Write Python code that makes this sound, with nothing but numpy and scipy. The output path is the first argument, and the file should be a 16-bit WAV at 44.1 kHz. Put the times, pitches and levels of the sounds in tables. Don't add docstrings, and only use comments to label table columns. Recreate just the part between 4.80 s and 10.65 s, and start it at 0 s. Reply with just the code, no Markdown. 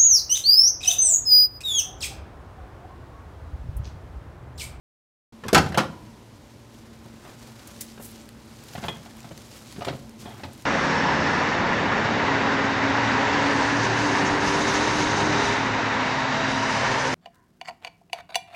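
import sys
import numpy as np
from scipy import signal
from scipy.fft import rfft, irfft
from scipy.io import wavfile
from scipy.ndimage import uniform_filter1d

SR = 44100
rng = np.random.default_rng(int(sys.argv[2]) if len(sys.argv) > 2 else 0)


def bounce(signal):
    frames = np.transpose(np.atleast_2d(signal))
    limited = np.clip(frames, -1, 1)
    pcm = np.round(limited * 32767).astype(np.int16)
    wavfile.write(sys.argv[1], SR, pcm)


N = 258117

RING_S = .35
WRAP = 512


def amp(db):
    return 10 ** (np.asarray(db) / 20)


def evened(x):
    return x / np.sqrt(np.mean(x ** 2) + 1e-20)


def levelled(db, x):
    loudest = uniform_filter1d(x ** 2, size=441).max()
    return amp(db) * x / np.sqrt(loudest)


def read_spectrum(points, hz):
    point_hz, value = np.transpose(points)
    return np.interp(np.log(hz + 1), np.log(point_hz + 1), value)


def coloured(x, points):
    gain = amp(read_spectrum(points, np.fft.rfftfreq(len(x), 1 / SR)))
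    return irfft(rfft(x) * gain, len(x))


def tilted(points, tilt_db):
    return [(hz, db + tilt_db * np.log2(hz / 6000)) for hz, db in points]


def add(mix, start_s, sound):
    part = mix[round(start_s * SR):][:len(sound)]
    part += sound[:len(part)]


def ring(modes, seconds, spread_db=0.):
    hz, db, t60 = np.transpose(modes)[:, :, None]
    t = np.arange(round(seconds * SR)) / SR
    place = rng.standard_normal((len(modes), 1))
    envelope = amp(db + spread_db * place - 60 * t / np.maximum(t60, .01))
    return (envelope * np.sin(2 * np.pi * hz * t)).sum(0)


def burst(seconds):
    t = np.arange(4096) / SR
    seconds = max(seconds, .0003)
    swell = np.minimum(t / (0.3 * seconds), 1)
    return rng.standard_normal(len(t)) * np.exp(-t / seconds) * swell


def blow(body_db, crack_db, thud_db, favoured_hz, thud_hz, usual_s, tilt_db, modes,
         dense_db, dense_t60, tick_db):
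    # pitch_hz, relative level_db, t60_s
    cabinet_modes = [(89, 5, .24), (125.2, -1, .13), (145, -2, .12), (166.8, 1, .13), (198.3, 5, .1),
                     (258, 0, .1)]
    # pitch_hz, relative level_db (per Hz)
    crack_spectrum = [(800, -11), (2000, 1), (3200, 5), (4500, 8), (8800, -5.5), (12000, -9), (16000, -26)]
    contact_s = usual_s * (786 / favoured_hz) ** 0.7
    force = burst(contact_s)
    strong = ring(modes, RING_S, spread_db=2.5)
    t = np.arange(len(strong)) / SR
    dense = rng.standard_normal(len(strong)) * amp(dense_db - 60 * t / dense_t60)
    dense[0] = amp(tick_db)
    favour = [(favoured_hz / 6, -15.), (favoured_hz / 3.0, -8.), (favoured_hz / 1.25, -5.),
              (favoured_hz, 0), (favoured_hz * 1.15, -6.), (favoured_hz * 4, -16.),
              (favoured_hz * 12, -45.)]
    body = coloured(signal.fftconvolve(force, strong + dense), favour)[:-WRAP]

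    crack = coloured(burst(1.63 * contact_s), tilted(crack_spectrum, tilt_db))[:-WRAP]

    near_pitch = [(hz, db - 10.3 * abs(np.log2(hz / thud_hz)), t60) for hz, db, t60 in cabinet_modes]
    thud = signal.fftconvolve(burst(1.32 * contact_s), ring(near_pitch, RING_S, spread_db=0.95))
    return levelled(body_db, body), levelled(crack_db, crack), levelled(thud_db, thud)


def hum():
    # pitch_hz, relative level_db (per Hz)
    hiss_spectrum = [(12, -44), (20, -32), (55, -4), (86, -8), (114, 2), (173, -15.5), (223, -0.5),
                     (257, -8), (330, -10), (648, -18.5), (1040, -18.5), (1170, -23), (5160, -31),
                     (15000, -44), (16300, -61)]
    # pitch_hz, width_hz, level_db (relative to the hiss)
    hum_bands = [(60, 9.3, -24.5), (99, 9.6, -19), (122, 5.4, -20), (157.4, 2.8, -21.5), (225.8, 1.77, -6),
                 (329.8, 21, -17.5), (578, 11, -17.5)]
    # time_s, level_db
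    room_level = [(.5, -48), (1., -46), (1.5, -48), (2.498, -48.5), (3.5, -47.5), (4.5, -49), (5.3, -47),
                  (5.85, -48.5)]
    hz = np.fft.rfftfreq(N, 1 / SR)
    white = rfft(rng.standard_normal((2, N)))
    hiss = evened(amp(read_spectrum(hiss_spectrum, hz))) * white[0]
    bands = sum(amp(db) * evened(1 / (1 + ((hz - pitch_hz) / (width_hz / 2)) ** 2))
                for pitch_hz, width_hz, db in hum_bands)
    both = irfft(hiss + bands * white[1], N)
    time_s, level_db = np.transpose(room_level)
    return both * amp(np.interp(np.arange(N) / SR, time_s, level_db))


def kitchen(x):
    # pitch_hz, t60_s
    kitchen_decay = [(100, 1), (500, 0.49), (2000, 0.36), (6000, 0.33), (14000, 0.28)]
    taps = np.zeros(SR)
    at = np.arange(200, SR - 20, 20)
    taps[at + rng.integers(0, 20, len(at))] = rng.choice([-1., 1.], len(at))
    hz, t, bands = signal.stft(taps, SR, nperseg=256)
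    decay = amp(-60 * t / read_spectrum(kitchen_decay, hz)[:, None])
    tail = signal.istft(bands * decay, SR, nperseg=256)[1]
    return signal.fftconvolve(x, tail / np.linalg.norm(tail))[:N]


def towel():
    # time_s, rustle_db, rub_db (dull rub relative to the rustle)
    rubbing = [(1.102, -65, 2), (1.9, -61, -12), (1.97, -55.5, -7), (2.05, -61.5, 5), (2.38, -59, 5),
               (2.48, -51.5, 7.5), (2.57, -55.5, 2.5), (2.63, -50.5, 1), (2.75, -56, 3), (2.89, -49.5, 2),
               (3.12, -50, -9), (3.19, -59, 4), (3.25, -50.5, -5), (3.37, -50.5, -6), (3.53, -62, 1.5),
               (3.9, -48, -2.5), (4.07, -48.5, 9), (4.14, -55, 4.5), (4.55, -53, 0.5), (4.6, -51.5, -1),
               (4.94, -49, -4), (5.0, -51.5, 1), (5.13, -50.5, -9), (5.37, -63, -7), (5.4, -45, -14),
               (5.44, -48.5, 3), (5.53, -56, 11), (5.85, -55, -5)]
    # start_s, level_db, length_s (decay time of the burst)
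    fold_snaps = [(2.26, -56, .002), (2.872, -41, 0.007), (3.0072, -29, 0.012), (3.224, -47, 0.0091),
                  (3.456, -52, 0.002), (3.49, -43, 0.0011), (3.837, -47.5, .004), (4.17, -51, 0.0017),
                  (4.368, -49.5, 0.0032), (4.404, -45.5, 0.0022), (4.577, -41.5, 0.0013),
                  (4.925, -42, 0.00084), (5.294, -49, 0.0016), (5.415, -52, 0.0055), (5.731, -46, 0.0052),
                  (5.777, -50, .003), (5.822, -47, 0.0027)]
    # pitch_hz, relative level_db (per Hz)
    rustle_spectrum = [(900, -39), (2000, -2.5), (4500, 0.5), (7300, -2), (10500, -12), (16000, -27)]
    rub_spectrum = [(200, 13), (500, 9), (1500, 7), (4000, -11), (9000, -18)]
    swish_spectrum = [(4000, -11), (8000, 0), (11000, 1), (14000, -1), (16000, -6)]
    snap_spectrum = [(900, -41), (2000, -11), (4500, -6), (7300, 3.5), (10500, 5), (16000, 3.5)]
    scuff_s, scuff_db = .012, 2.2
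    whisk_s, whisk_db, whisk_width_s = 3.245, 19.5, 0.058
    swish_db = -8
    usual_snap_s, usual_tilt_db = 0.0023, -8
    brighter_db = 1.5

    time_s, rustle_db, rub_db = np.transpose(rubbing)
    t = np.arange(N) / SR
    uneven = np.repeat(rng.standard_normal((3, N // 88 + 1)), repeats=88, axis=1)[:, :N]
    steps = np.arange(0, t[-1] + scuff_s, scuff_s)
    scuffs = np.interp(t, steps, np.minimum(rng.exponential(1, len(steps)), 3))
    slips = rng.standard_normal((3, N)) * amp(2.5 * uneven + scuff_db * scuffs)

    rustle = evened(coloured(slips[0], rustle_spectrum))
    rub = evened(coloured(slips[1], rub_spectrum)) * amp(np.interp(t, time_s, rub_db))
    swell_db = whisk_db * np.exp(-((t - whisk_s) / whisk_width_s) ** 2)
    swish = evened(coloured(slips[2], swish_spectrum)) * amp(swish_db + swell_db)
    out = (rustle + rub + swish) * amp(np.interp(t, time_s, rustle_db, left=-120))

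    for start_s, level_db, length_s in fold_snaps:
        tilt_db = usual_tilt_db + brighter_db * np.log2(length_s / usual_snap_s)
        snap = coloured(burst(length_s), tilted(snap_spectrum, tilt_db))[:-WRAP]
        add(out, start_s, levelled(level_db, snap))
    return out


def bowl():
    # start_s, tray_db, crack_db, thud_db, favoured_hz
    knocks = [(2.254, -44.5, -57, -42, 486), (2.449, -43.5, -52, -59, 832), (2.678, -51, -68, -63, 1110),
              (3.175, -43, -53, -46, 1550), (3.196, -38, -65, -41, 760), (3.951, -29.5, -38.5, -32.5, 726),
              (3.976, -36, -63, -28, 850), (4.025, -37, -41, -33, 694), (4.037, -30.5, -34.5, -42, 870),
              (4.046, -36, -46, -26, 865), (4.082, -28, -29.5, -31, 1720), (4.092, -33.5, -52, -31.5, 438),
              (4.123, -56, -48, -52, 598), (4.157, -62, -48, -55, 455), (4.257, -42, -46, -48, 1110),
              (4.442, -43, -45.5, -38, 706), (4.509, -37.5, -66, -37.5, 710), (4.959, -60, -43, -36, 598),
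              (4.98, -39, -63, -28.5, 432), (5.007, -34, -39.5, -52, 1010), (5.018, -27.5, -38, -49, 870),
              (5.047, -34, -29.5, -45, 2060), (5.068, -26, -40, -28.5, 686),
              (5.081, -28.5, -27.5, -49, 675), (5.101, -38, -59, -27, 504), (5.124, -36.5, -48, -33, 500),
              (5.454, -37.5, -67, -36.5, 859), (5.474, -37.5, -67, -59, 860), (5.504, -44, -55, -61, 890),
              (5.594, -42.5, -46, -51, 840), (5.633, -33.5, -33, -36.5, 690), (5.648, -41, -51, -28, 790),
              (5.68, -45, -58, -38.5, 490)]
    # pitch_hz, relative level_db, t60_s
    tray_modes = [(454.6, 7, .06), (574.7, 11, .06), (717, 17, .04), (862.6, 15, .035), (1054, 11, .03),
                  (1249, 9, .04), (1495, 4, .035), (1993, 4, .045), (2320, 7, .035), (2820, 11, .04),
                  (3760, 8, .04), (4610, -2, .04), (5300, -6, .04)]
    # start_s, level_db, contact_s (decay time of the burst)
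    rim_clinks = [(4.082, -28, .003), (4.091, -34, .002), (5.457, -45, .015), (5.503, -47, .008)]
    # pitch_hz, relative level_db, t60_s
    bowl_modes = [(2040, -7, .16), (2500, -4, .035), (3128, -10, .08), (3235, -9, .2), (3284, -2, .26),
                  (3340, -8, .1), (3410, 3, .045), (3520, -3, .035)]
    usual_thud_db, usual_thud_hz = -40.5, 171
    deeper_db = 21.5
    out = np.zeros(N)
    for start_s, tray_db, crack_db, thud_db, favoured_hz in knocks:
        thud_hz = usual_thud_hz * 2 ** ((usual_thud_db - thud_db) / deeper_db)
        for part in blow(tray_db, crack_db, thud_db, favoured_hz, thud_hz,
                         usual_s=0.0073, tilt_db=-10.5, modes=tray_modes,
                         dense_db=24.5, dense_t60=0.057, tick_db=31.5):
            add(out, start_s, part)
    for start_s, level_db, contact_s in rim_clinks:
        clink = signal.fftconvolve(burst(contact_s), ring(bowl_modes, RING_S))
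        add(out, start_s, levelled(level_db, clink))
    return out


def door():
    # start_s, panel_db, crack_db, thud_db, favoured_hz, thud_hz
    latch_blows = [(0.636, -33.5, -54, -36, 1030, 215), (.649, -31.5, -61, -47, 393, 260),
                   (0.662, -39, -53, -28, 739, 141), (.682, -28, -30.5, -35, 1410, 144),
                   (.729, -10, -22, -28, 600, 200), (.746, -8, -15.5, -14, 1460, 197),
                   (.757, -13, -40, -10.5, 530, 200), (.766, -13, -44, -15.5, 820, 164),
                   (0.778, -13, -22, -11, 1270, 129), (.789, -26, -50, -16.5, 519, 90),
                   (0.8, -44, -51, -13, 1280, 109), (.815, -48, -50, -14.5, 441, 88),
                   (.861, -30, -43, -17.5, 910, 154), (0.887, -59, -46, -37, 447, 191),
                   (.921, -32.5, -47, -28, 1020, 110), (.944, -25.5, -38, -31.5, 915, 100),
                   (.974, -13.5, -24, -18.5, 864, 212), (.979, -15.5, -27, -26, 1300, 186),
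                   (0.999, -22, -46, -23.5, 800, 200), (1.03, -28.5, -58, -41, 806, 110)]
    # pitch_hz, relative level_db, t60_s
    door_modes = [(330, -3, .1), (476, 0, .09), (528, 0, .07), (734, -1, .08), (867, -1, .09),
                  (1075, -2, .07), (1175, -4, .07), (1322, 0, .09), (1418, -2, .07), (1590, -3, .07),
                  (1658, -4, .07), (1760, -3, .06), (2051, -5, .09), (2215, -5, .07), (2772, -6, .07),
                  (3230, -7, .06), (4090, -7, .06), (4380, -7, .06), (4815, -7, .06)]
    # pitch_hz, level_db, t60_s
    spring_modes = [(935, -48, 1.1), (960, -43, 1.5), (990, -45, 1.1), (1035, -47, 1.3)]
    out = np.zeros(N)
    for start_s, *levels_and_pitches in latch_blows:
        for part in blow(*levels_and_pitches, usual_s=0.0045, tilt_db=4.5, modes=door_modes,
                         dense_db=17.5, dense_t60=0.12, tick_db=15.0):
            add(out, start_s, part)
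    add(out, .98, ring(spring_modes, 4 * RING_S))
    return out


def scene():
    # pitch_hz, gain_db
    bass_rolloff = [(20, -19), (50, -60), (75, -9), (120, -2.5)]
    latch, inside, cloth = door(), bowl(), towel()
    to_kitchen = amp(-12.5) * latch + amp(-11.0) * inside + amp(-13.0) * cloth
    near = latch + inside + cloth + kitchen(to_kitchen)
    return (coloured(near, bass_rolloff) + hum())[None]


def record(dry):
    start_s, fade_s, edge_hz = .523, .002, 15850
    opened = dry * np.clip((np.arange(N) / SR - start_s) / fade_s, 0, 1)
    rounded = opened / (1 + (abs(opened) / .95) ** 4) ** .25
    lowpass = signal.firwin(511, edge_hz, window=("kaiser", 9), fs=SR)
    return signal.oaconvolve(rounded, lowpass[None], "same")


dry = scene()
out = record(dry)
bounce(out)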